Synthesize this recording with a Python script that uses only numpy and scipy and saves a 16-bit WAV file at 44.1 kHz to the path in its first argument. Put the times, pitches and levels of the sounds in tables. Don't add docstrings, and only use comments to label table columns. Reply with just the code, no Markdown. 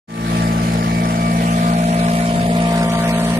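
import sys
import numpy as np
from scipy import signal
from scipy.fft import rfft, irfft, next_fast_len
from scipy.io import wavfile
from scipy.ndimage import uniform_filter1d, map_coordinates

SR = 44100
rng = np.random.default_rng(int(sys.argv[2]) if len(sys.argv) > 2 else 0)


def gain_from_db(level_db):
    decades = np.asarray(level_db, float) / 20
    return 10 ** decades


def wav_record(signal):
    frames = np.transpose(np.atleast_2d(signal))
    bounded = np.clip(frames, -1, 1)
    quanta = np.round(bounded * 32767).astype(np.int16)
    wavfile.write(sys.argv[1], SR, quanta)


N = 149499


def unit(x):
    return x / np.sqrt(np.mean(x ** 2) + 1e-20)


def along(points, hz):
    f, v = np.transpose(points)
    return np.interp(np.log(hz + 1), np.log(f + 1), v)


def curve(rows):
    return np.interp(np.arange(N) / SR, *np.transpose(rows))


def wobble(rate):
    return map_coordinates(rng.standard_normal(200), [np.arange(N) * rate / SR % 190])


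def filtered(x, response):
    m = next_fast_len(N + SR // 2)
    return irfft(rfft(x, m) * response(np.fft.rfftfreq(m, 1 / SR)), m)[..., :N]


def resonance(f, hz, width_hz):
    return 1j * f * width_hz / (hz * hz - f * f + 1j * f * width_hz)


def rush(spectrum, patchy_db, gate=1, channels=1):
    z = signal.stft(rng.standard_normal((channels, N)), nperseg=512)[2]
    field = rng.standard_normal(z.shape[1:])
    field = uniform_filter1d(uniform_filter1d(field, size=8, axis=0), size=8, axis=1)
    x = signal.istft(z * gain_from_db(patchy_db * unit(field)), nperseg=512)[1][:, :N]
    return unit(filtered(x * gate, lambda hz: gain_from_db(along(spectrum, hz))))


# time [s], firing rate [Hz].
FIRING_RATE = [(.1, 56.7), (.3, 56.74), (.5, 56.8), (.7, 56.99), (.9, 56.96), (1.1, 57.18), (1.3, 57.08),
               (1.5, 57.45), (2.1, 57.5), (2.3, 57.64), (2.5, 57.62), (2.7, 57.36), (2.9, 57.08),
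               (3.1, 57.2), (3.39, 57.6)]


def firing():
    start_turns = .3
    return 2 * np.pi * (np.cumsum(curve(FIRING_RATE)) / SR + start_turns)


# time [s], turn towards the roller [0-1].
FACING = [
    (.1, 0),
    (.9, 0.09),
    (1.5, 0.29),
    (2.1, 0.51),
    (2.5, 0.63),
    (2.9, 0.94),
    (3.39, 0.97),
]
ORDERS = [1, 2, 3, 4, 5, 6, 7, 8, 9, 10, 11, 12, 14, 15, 16, 18]
# level [dB rms] turned away, half turned, nearly facing, facing.
ORDER_LEVELS = [(-32, -37, -35, -35.5), (-25.5, -32, -33.5, -34), (-21.5, -18, -21, -21),
                (-23.5, -22.5, -24, -20), (-36, -38, -40.5, -39), (-33, -47.5, -37, -50),
                (-81, -43.5, -38, -42.5), (-37, -45, -40, -42), (-76, -51, -40, -42), (-72, -42, -35, -47),
                (-38, -31, -31, -30), (-38, -24.5, -25.5, -30), (-45, -42, -69, -65), (-36, -47, -81, -51),
                (-40, -48.5, -30.5, -44), (-55, -47, -41, -43)]
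TURN_STEPS = [0, .4, .9, 1]
# multiple of the engine cycle [ratio], level [dB rms].
UNEVEN_ORDERS = [(2, -75), (4, -73.5), (5, -52.5), (7, -51), (8, -43.5), (10, -48), (11, -66.5), (13, -39),
                 (22, -53), (25, -47), (26, -69), (28, -52), (29, -69), (34, -44), (35, -53.5)]
# resonance [Hz], width [Hz].
CHAMBERS = [(150, 12), (200, 55), (400, 60)]


def exhaust():
    lead_rad, jitter_rad = .14, .015
    sway_db, sway_rate = 0.45, 7.08
    phase = firing() + jitter_rad * wobble(29) + lead_rad
    turn, rate = curve(FACING), np.mean(curve(FIRING_RATE))

    def chamber_lag(f):
        return sum(np.angle(hz * hz - f * f + 1j * f * width) for hz, width in CHAMBERS)

    even = 0
    for k, levels in zip(ORDERS, ORDER_LEVELS):
        level_db = np.interp(turn, TURN_STEPS, levels) + sway_db * k ** .5 * wobble(sway_rate)
        even = even - gain_from_db(level_db) * np.cos(k * phase - chamber_lag(k * rate))
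    uneven = 0
    for k, db in UNEVEN_ORDERS:
        angle = k * phase / 3 + wobble(5.55) + k * k
        uneven = uneven + gain_from_db(db + 2.9 * wobble(5.7)) * np.cos(angle)
    return np.sqrt(2) * (even + uneven)


def gate(depth, lag_turns):
    cycle_depth = 0.073
    p = firing() - 2 * np.pi * lag_turns
    pulse = np.cos(p) + 0.5 * np.cos(2 * p)
    return np.exp(depth * (1 + .5 * wobble(15)) * pulse + cycle_depth * np.cos(p / 3))


# frequency [Hz], density [dB per Hz].
ROAR_SPECTRUM = [(18, -30), (45, -6), (100, -5), (220, 1.5), (320, -9.5), (560, -1), (800, -3),
                 (1500, -55.5)]
# frequency [Hz], density [dB per Hz].
CLATTER_SPECTRUM = [(600, -25), (950, 4), (1400, 0), (2100, 0.5), (2900, -11), (4500, -11), (7000, -18.5),
                    (13400, -40)]


def casing():
    turn = curve(FACING)
    roar_db = -30.5 + 1.5 * turn + 0.4 * wobble(4.3)
    clatter_db = -34 + 2.5 * turn + 0.69 * wobble(6.1)
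    roar = gain_from_db(roar_db) * rush(ROAR_SPECTRUM, 1, gate(0.1, 0.67))
    clatter = gain_from_db(clatter_db) * rush(CLATTER_SPECTRUM, 0.95, gate(0.27, 0.36))
    return (roar + clatter)[0]


GEARING = [20.68, 24, 32, 40, 64, 80, 88, 96]
# level [dB rms] turned away, half turned, nearly facing, facing.
WHINE_LEVELS = [(-35, -34, -37, -35), (-49, -44, -46, -47), (-43, -49, -45, -43), (-43.5, -40.5, -46, -43),
                (-57, -49, -53, -51), (-52, -57, -52, -56), (-55, -58, -60, -57), (-51, -70, -61, -59)]
# left-right level [dB] and left lead [rad] turned away, the same facing.
WHINE_PORTS = [(3.5, -3.8, 6, -1.1), (4, -4.1, 3, -1.4), (-3, -6.3, 4, -1.4), (-5, -7.9, -7, -1.7),
               (0, -12, 6, -2.7), (0, -13, 6, -3), (0, -13, 0, -3), (0, -13, 0, -3)]


def whine():
    flutter_db, blur_rad = 3, .014
    turn, sides = curve(FACING), np.array([[.5], [-.5]])
    tones = 0
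    for k, levels, (away_db, away_rad, facing_db, facing_rad) in zip(GEARING, WHINE_LEVELS, WHINE_PORTS):
        level_db = np.interp(turn, TURN_STEPS, levels) + flutter_db * wobble(12)
        tilt_db = sides * (away_db + (facing_db - away_db) * turn)
        lead = sides * (away_rad + (facing_rad - away_rad) * turn)
        angle = k * firing() + blur_rad * k * wobble(25) + lead
        tones = tones + gain_from_db(level_db + tilt_db) * np.sin(angle)
    return np.sqrt(2) * tones


# start [s], peak level [dB].
STONES = [
    (1.929, -15.5),
    (2.032, -22),
    (2.085, -15),
    (2.948, -17.5),
]
# frequency [Hz], density [dB per Hz].
STONE_SPECTRUM = [(400, -32), (800, 5), (2400, -8), (6000, -35), (12000, -49)]


def stones():
    t60_s, trim_db = .03, -4
    t = np.arange(N) / SR
    bursts = sum(gain_from_db(db + trim_db - 60 * abs(t - s) / t60_s) * (t > s) for s, db in STONES)
    return rush(STONE_SPECTRUM, 0)[0] * bursts


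# frequency [Hz], density [dB per Hz].
AIR_SPECTRUM = [(600, -8.5), (1000, -15.5), (1500, -5), (2200, -7), (2900, -9), (5800, -14.5), (10800, -17),
                (13400, -27)]
# frequency [Hz], density [dB per Hz].
GROUND_SPECTRUM = [(18, -26.5), (50, 1), (90, 4), (200, -0.5), (450, 6), (900, -29), (1500, -58.5)]


def scattered():
    air_db = -31.5 + 3 * curve(FACING) + 0.85 * wobble(7.44)
    air = gain_from_db(air_db) * rush(AIR_SPECTRUM, 2.14, gate(0.1, 0.31), channels=2)
    return air + gain_from_db(-44) * rush(GROUND_SPECTRUM, 1, channels=2)


# centre time [s], level [dB].
PUFFS = [
    (2.37, -25),
    (2.441, -23),
    (3.15, -30),
]


def puffs():
    hz, width_hz, length_s, right_db = 100, 110, .03, -9
    t = np.arange(N) / SR
    low = unit(filtered(rng.standard_normal(N), lambda f: resonance(f, hz, width_hz) ** 2))
    thuds = low * sum(gain_from_db(db) * np.exp(-((t - s) / length_s) ** 2) for s, db in PUFFS)
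    return thuds * gain_from_db([[0], [right_db]])


# time [s], firing note [Hz].
FAR_NOTE = [(0, 50.7), (1.4, 50.72), (1.7, 51.1), (2.6, 51.2), (2.9, 50.85), (3.39, 50.85)]


def far_machine():
    level_db, start_turns = -43 + .6 * wobble(3.8), 0.72
    turns = np.cumsum(curve(FAR_NOTE)) / SR + start_turns
    return np.sqrt(2) * gain_from_db(level_db) * np.sin(2 * np.pi * turns)


# frequency [Hz], share of the full lag [0-1].
LAG_SHARE = [(150, .133), (330, .5), (680, .7), (920, .9), (1100, 1), (2300, 1), (12000, .8)]
# frequency [Hz], left-right level [dB].
SHADE_AWAY = [(150, 1.5), (600, 0.5), (1150, 8.5), (2400, -2), (4500, -3), (7000, 8.5), (8800, -4.5),
              (11500, -5)]
# frequency [Hz], left-right level [dB].
SHADE_MIDWAY = [(150, 1), (600, 2), (1150, 6.5), (2400, -6), (4500, 2.5), (7000, -1), (8800, -13.5),
                (11500, -3)]
# frequency [Hz], left-right level [dB].
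SHADE_TOWARD = [(150, 0.8), (600, 1), (1150, 1), (2400, -1.5), (4500, 3), (7000, 4.5), (8800, -17),
                (11500, 10.5)]


def ports(x, lagged=1):
    lag_s, lag_left = .00052, .27
    hz, t, z = signal.stft(x, SR, nperseg=1024, noverlap=768)
    turn = np.clip(np.interp(t, *np.transpose(FACING)), 0, 1)
    away, midway, toward = np.clip(1 - 2 * turn, 0, 1), 1 - abs(1 - 2 * turn), np.clip(2 * turn - 1, 0, 1)
    shades = (SHADE_AWAY, away), (SHADE_MIDWAY, midway), (SHADE_TOWARD, toward)
    tilt_db = sum(np.outer(along(shade, hz), weight) for shade, weight in shades) / 2
    lag = lagged * np.pi * np.outer(hz * along(LAG_SHARE, hz), lag_s * (1 - (1 - lag_left) * turn))
    side = gain_from_db(tilt_db) * np.exp(-1j * lag)
    return signal.istft(z * np.array([side, 1 / side]), SR, nperseg=1024, noverlap=768)[1][:, :N]


def scene():
    roller = ports(exhaust() + casing() + stones()) + whine()
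    return roller + ports(scattered(), lagged=0) + far_machine() + puffs()


# frequency [Hz], threshold against the neighbourhood [dB].
HOLES = [(800, -22), (1250, -10), (3200, -8), (4600, -3), (5600, -2), (7500, -4), (9500, -8), (12900, -1)]


def starved(x):
    depth_db, opens_db = -30, 4
    hz, t, z = signal.stft(np.array([x[0] + x[1], x[0] - x[1]]) / 2, SR, nperseg=2048)
    power = abs(z[:, :1024]) ** 2 + 1e-20
    cell = np.repeat(power.reshape(2, 128, 8, -1).mean(axis=2), 8, axis=1)
    near = uniform_filter1d(uniform_filter1d(power.mean(axis=0), size=90, axis=0), size=12, axis=1)
    under_db = 10 * np.log10(abs(cell / near) + 1e-9) - along(HOLES, hz[:1024])[:, None]
    under_db -= opens_db * (np.interp(t, *np.transpose(FACING)) - .5)
    z[:, :1024] *= gain_from_db(depth_db * np.clip(.5 - under_db, 0, 1))
    mid, side = signal.istft(z, SR, nperseg=2048)[1][:, :N]
    return np.array([mid + side, mid - side])


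def roll_off(x):
    return signal.sosfilt(signal.butter(12, 13520, fs=SR, output="sos"), x)


def record(dry):
    start_s, fade_from_s, fade_s = 0.0736, 0.047, 0.35
    bass_hz, bass_joins_s, bass_held_db = 132, 0.186, -10.5
    t = np.arange(N) / SR
    fade = np.clip((t - fade_from_s) / (fade_s - fade_from_s), 0, 1) ** 0.93
    fade = fade * np.clip((t - start_s) / 0.021, 0, 1)
    bass = filtered(dry, lambda hz: 1 / (1 + (hz / bass_hz) ** 6))
    held = (1 - gain_from_db(bass_held_db)) * np.clip((bass_joins_s - t) / 0.0097, 0, 1)
    limited = filtered(dry - bass * held, lambda hz: hz < 13150)
    return roll_off(starved(limited) * fade)


dry = scene()
out = record(dry)
wav_record(out)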